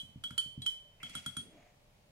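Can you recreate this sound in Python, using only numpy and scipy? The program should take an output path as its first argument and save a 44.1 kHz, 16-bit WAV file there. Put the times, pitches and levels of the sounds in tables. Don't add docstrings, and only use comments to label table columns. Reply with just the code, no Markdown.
import sys
import numpy as np
from scipy import signal
from scipy.fft import rfft, irfft, next_fast_len
from scipy.io import wavfile

SR = 44100
rng = np.random.default_rng(int(sys.argv[2]) if len(sys.argv) > 2 else 0)


def gain_from_decibels(decibels):
    exponent = np.asarray(decibels, float) / 20
    return 10 ** exponent


def store_pcm(level_fs):
    pcm = np.round(np.clip(level_fs, -1, 1) * 32767).astype(np.int16)
    wavfile.write(sys.argv[1], SR, np.atleast_2d(pcm).T)


N = 93403
LEAD, LONG = SR // 10, SR // 2

# frequency in Hz, level in dB per Hz.
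AIR_SPECTRUM = [(12, -45), (20, 1), (65, -8.5), (134, -4), (301, -18.5), (589, -13.5), (1570, -25),
                (2260, -21.5), (16000, -38)]
# frequency in Hz, left-right correlation.
PORT_LIKENESS = [(60, 1), (240, 0.72), (950, -0.05), (3770, -0.21), (15000, 0.17)]
# frequency in Hz, T60 in seconds.
WALL_T60 = [(100, 0.31), (1000, 0.25), (3000, .42), (9000, 0.34), (15000, 0.33)]

# start in seconds, lower ring in dB, upper ring in dB, ferrule clack in dB,
# time the ring stays free in seconds.
KNOCKS = [(-.006, -41, -39, -55, .025), (0.2376, -36.5, -35.5, -44, 0.039), (0.3062, -65, -60, -44, 0.038),
          (0.3783, -25, -35.5, -42.5, 0.025), (.6185, -64, -41.5, -67, 0.044),
          (0.6617, -26, -36, -47.5, 0.034), (1.03, -46.5, -40, -41.5, 0.049), (1.095, -62, -50, -56, .035),
          (1.151, -47.5, -37.5, -37, 0.042), (1.261, -57, -34.5, -37, 0.041),
          (1.367, -55.5, -34.5, -39.5, 0.046)]
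# handle overtones in dB, belly in dB, rim in dB, crack in dB.
LANDINGS = [(-47, -64, -64, -38.5), (-60, -54.5, -52, -36.5), (-68, -63, -64, -46.5),
            (-43, -34.5, -36, -29), (-39, -60, -52, -40.5), (-51.5, -58, -47, -30.5), (-64, -66, -61, -40),
            (-68, -59, -55, -44.5), (-60, -54, -40, -34.5), (-61, -54.5, -39.5, -34.5),
            (-59, -59, -39, -35)]
# lower in Hz, upper in Hz.
RING_HZ = (3080, 3326)
# T60 in seconds, left over right in dB, left lead in radians.
RING_MODES = [
    (.5, -4.6, 2.06),
    (.36, 2.4, 1.86),
]
# family (0 handle, 1 belly, 2 rim), frequency in Hz.
OVERTONE_HZ = [(0, 3990), (1, 4345), (1, 4405), (1, 4462), (1, 4600), (2, 7315), (2, 7708), (2, 8895),
               (2, 8950), (2, 9200), (2, 9985)]
# level in dB, T60 in seconds, left over right in dB.
OVERTONE_MODES = [(-.5, .09, -3), (-7, 0.096, -1), (-1, 0.047, -1), (-3.5, 0.071, -4.5), (-2, 0.026, -3),
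                  (-14, 0.071, 1.6), (-8, 0.062, -1), (-4, 0.062, -6.5), (-1, 0.095, -5.5),
                  (-4.5, 0.04, -6), (-15, 0.035, -5)]
# frequency in Hz, level in dB, T60 in seconds, left over right in dB.
FERRULE_MODES = [(948, -9, 0.031, -1.5), (1349, -6, 0.029, -17.5), (1411.4, 4.3, 0.029, -2.5),
                 (1563, -2.5, 0.024, -8.5), (2170, -7.5, 0.029, 1.5), (2415, -11, 0.03, 1)]
# frequency in Hz, level in dB.
CRACK_SPECTRUM = [(500, -18), (1500, -7), (3500, -2), (5000, -4.5), (7500, -2), (10000, -2), (13000, -12),
                  (16000, -22.5)]

# start in seconds, level in dB, extra level of upper modes in dB.
THUDS = [(0.03, -52, -4), (.088, -59, -2.5), (.156, -45, -4), (.24, -62, 7), (0.307, -46, -1.5),
         (0.457, -52, -2.5), (0.5746, -40, -2), (.64, -57.5, 3.5), (1.031, -54.5, 6), (1.097, -60, 7),
         (1.152, -49, 5), (1.262, -46, 3.5), (1.368, -46, 5.5)]
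# frequency in Hz, level in dB, T60 in seconds, left over right in dB.
TABLE_MODES = [(86.8, -8, 0.31, -5.5), (124.5, 1.5, .17, -2.5), (188, -3.5, .15, 4.5),
               (237.8, -4, .15, 0.5), (279, -8, .13, 6.5)]

# start in seconds, rise in seconds, hold in seconds, fade T60 in seconds,
# level in dB.
TOUCH = (.9995, .002, 0.0334, 0.56, -56.5)
SCRAPE = (1.025, 0.01, 0.16, 1, -58)
WRIST = (1.385, .03, .16, .25, -64)
SLIDE = (1.44, .12, .145, .2, -66)
# frequency in Hz, width in Hz, level in dB.
RIM_EDGE = [(620, 130, -11), (2180, 170, 1), (2820, 250, -10)]
BRISTLES = [(610, 210, -8.5), (2170, 250, -0.5), (2800, 430, -4.5), (4530, 2000, -10), (7000, 2700, -12)]
TABLE_BOARD = [(150, 50, -3), (280, 70, -.4), (450, 120, -9)]
SLEEVE = [(129, 40, -2.5), (583, 70, -4.5), (702, 73, 0.1), (2200, 500, -11), (6800, 430, -22)]

RISE_S = 0.0016
WALL_DELAY_S = 0.006
ROOM_DB = -4


def unit(x):
    return x / np.sqrt(np.mean(x ** 2) + 1e-20)


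def along(points, hz):
    f, v = np.transpose(points)
    return np.interp(np.log(hz + 1), np.log(f + 1), v)


def filtered(x, response):
    n = x.shape[-1]
    m = next_fast_len(n + 8192)
    spectrum = rfft(x, m) * response(np.fft.rfftfreq(m, 1 / SR))
    return irfft(spectrum, m)[..., :n]


def air():
    air_db, hum_db, hum_hz, hum_width_hz = -67, -80.5, 588.3, 8.3

    def spread(hz):
        angle = np.arccos(np.clip(along(PORT_LIKENESS, hz), -1, 1)) / 2
        return gain_from_decibels(along(AIR_SPECTRUM, hz)) * [np.cos(angle), np.sin(angle)]

    mid, side = filtered(rng.standard_normal((2, N)), spread)
    tone = np.array([mid + side, mid - side]) / np.std(mid)
    hum = filtered(rng.standard_normal(N), lambda hz: 1 / (1 + ((hz - hum_hz) / hum_width_hz) ** 2))
    return gain_from_decibels(air_db) * tone + gain_from_decibels(hum_db) * unit(hum)


def mode(hz, db, t60, pan_db, lead, rise=RISE_S):
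    t = np.arange(LONG) / SR
    side = np.array([[0.5], [-0.5]])
    envelope = gain_from_decibels(db + side * pan_db - 60 * t / t60) * (1 - np.exp(-t / rise))
    return envelope * np.sin(2 * np.pi * hz * t + side * lead)


def add(out, s, sound, wet_db):
    hz, t, z = signal.stft(rng.standard_normal((2, LONG)), SR, nperseg=256)
    decay = gain_from_decibels(-60 * t / along(WALL_T60, hz)[:, None])
    tail = signal.istft(z * decay, SR, nperseg=256)[1]
    tail = np.pad(tail / np.linalg.norm(tail[0]), ((0, 0), (round(WALL_DELAY_S * SR), 0)))
    wet = signal.fftconvolve(sound, tail, axes=1)[:, :LONG]
    out[:, LEAD + round(s * SR):][:, :LONG] += sound + gain_from_decibels(wet_db) * wet


def main_ring(lower_db, upper_db, free_s):
    settle_db, settle_s = -8.5, 0.0041
    twin_hz, twin_db, twin_t60 = 23, -21, 0.5
    t = np.arange(LONG) / SR
    settle = gain_from_decibels(settle_db * np.clip((t - free_s) / settle_s, 0, 1))
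    x = 0
    for db, hz, (t60, pan, lead) in zip((lower_db, upper_db), RING_HZ, RING_MODES):
        x = x + settle * mode(hz, db, t60, pan, lead)
        x = x + mode(hz - twin_hz, db + twin_db, twin_t60, -pan, -lead)
    return x


def overtones(family_db):
    x = 0
    for (family, hz), (db, t60, pan) in zip(OVERTONE_HZ, OVERTONE_MODES):
        level = family_db[family] + db + 2 * rng.normal()
        x = x + mode(hz, level, t60, pan, rng.uniform(-np.pi, np.pi))
    return x


def ferrule(clack_db):
    return sum(mode(hz, clack_db + db + 0.58 * rng.normal(), t60, pan, -1.69)
               for hz, db, t60, pan in FERRULE_MODES)


def crack(crack_db):
    t60 = 0.024
    t = np.arange(LONG) / SR
    noise = unit(filtered(rng.standard_normal((2, LONG)), lambda hz: gain_from_decibels(along(CRACK_SPECTRUM, hz))))
    return gain_from_decibels(crack_db - 60 * t / t60) * (1 - np.exp(-t / RISE_S)) * noise


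def glass():
    ring_room_db, tone_room_db = -12, -4.5
    out = np.zeros((2, N + LEAD + LONG))
    for (s, lower_db, upper_db, clack_db, free_s), landing in zip(KNOCKS, LANDINGS):
        *family_db, crack_db = landing
        add(out, s, main_ring(lower_db, upper_db, free_s), ROOM_DB + ring_room_db)
        add(out, s, overtones(family_db) + ferrule(clack_db), ROOM_DB + tone_room_db)
        add(out, s, crack(crack_db), ROOM_DB)
    return out[:, LEAD:LEAD + N]


def table():
    push_db, push_s, push_width_s = 5, 0.0044, 0.0015
    upper_hz, rise_s, room_db = 150, 0.0039, -12.5
    out = np.zeros((2, N + LEAD + LONG))
    u = (np.arange(LONG) / SR - push_s) / push_width_s
    push = np.clip(u + push_s / push_width_s, 0, 1) * (1 - u * u) * np.exp(-u * u / 2)
    for s, level_db, upper_db in THUDS:
        x = gain_from_decibels(level_db + push_db) * push
        for hz, db, t60, pan in TABLE_MODES:
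            x = x + mode(hz, level_db + db + upper_db * (hz > upper_hz), t60, pan, -0.2, rise_s)
        add(out, s, x, room_db)
    return out[:, LEAD:LEAD + N]


def rub(stroke, body, shared):
    grain_db, grain_hz = 2.5, 40
    s, rise, hold, t60, db = stroke
    t = np.arange(N) / SR - s
    slow = filtered(rng.standard_normal(N), lambda hz: 1 / (1 + (hz / grain_hz) ** 2))
    grain = gain_from_decibels(grain_db * unit(slow))
    own, both = rng.standard_normal((2, N)), rng.standard_normal(N)

    def resonances(f):
        return sum((-1) ** k * gain_from_decibels(g) * 1j * f * w / (c * c - f * f + 1j * f * w)
                   for k, (c, w, g) in enumerate(body))

    x = unit(filtered(grain * (own + shared * both), resonances))
    fade_db = -60 * np.maximum(t - rise - hold, 0) / t60
    return x * np.clip(t / rise, 0, 1) * gain_from_decibels(db + fade_db)


def brush_on_rim():
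    return rub(TOUCH, RIM_EDGE, 0.65) + rub(SCRAPE, BRISTLES, 0.37)


def arm_leaving():
    return rub(WRIST, TABLE_BOARD, 2.5) + rub(SLIDE, SLEEVE, 1.7)


def scene():
    return glass() + table() + brush_on_rim() + arm_leaving() + air()


def low_pass(x):
    return signal.sosfilt(signal.butter(12, 16120, fs=SR, output="sos"), x)


def record(dry):
    mix = filtered(dry, lambda hz: hz < 15900)
    return low_pass(mix)


dry = scene()
out = record(dry)
store_pcm(out)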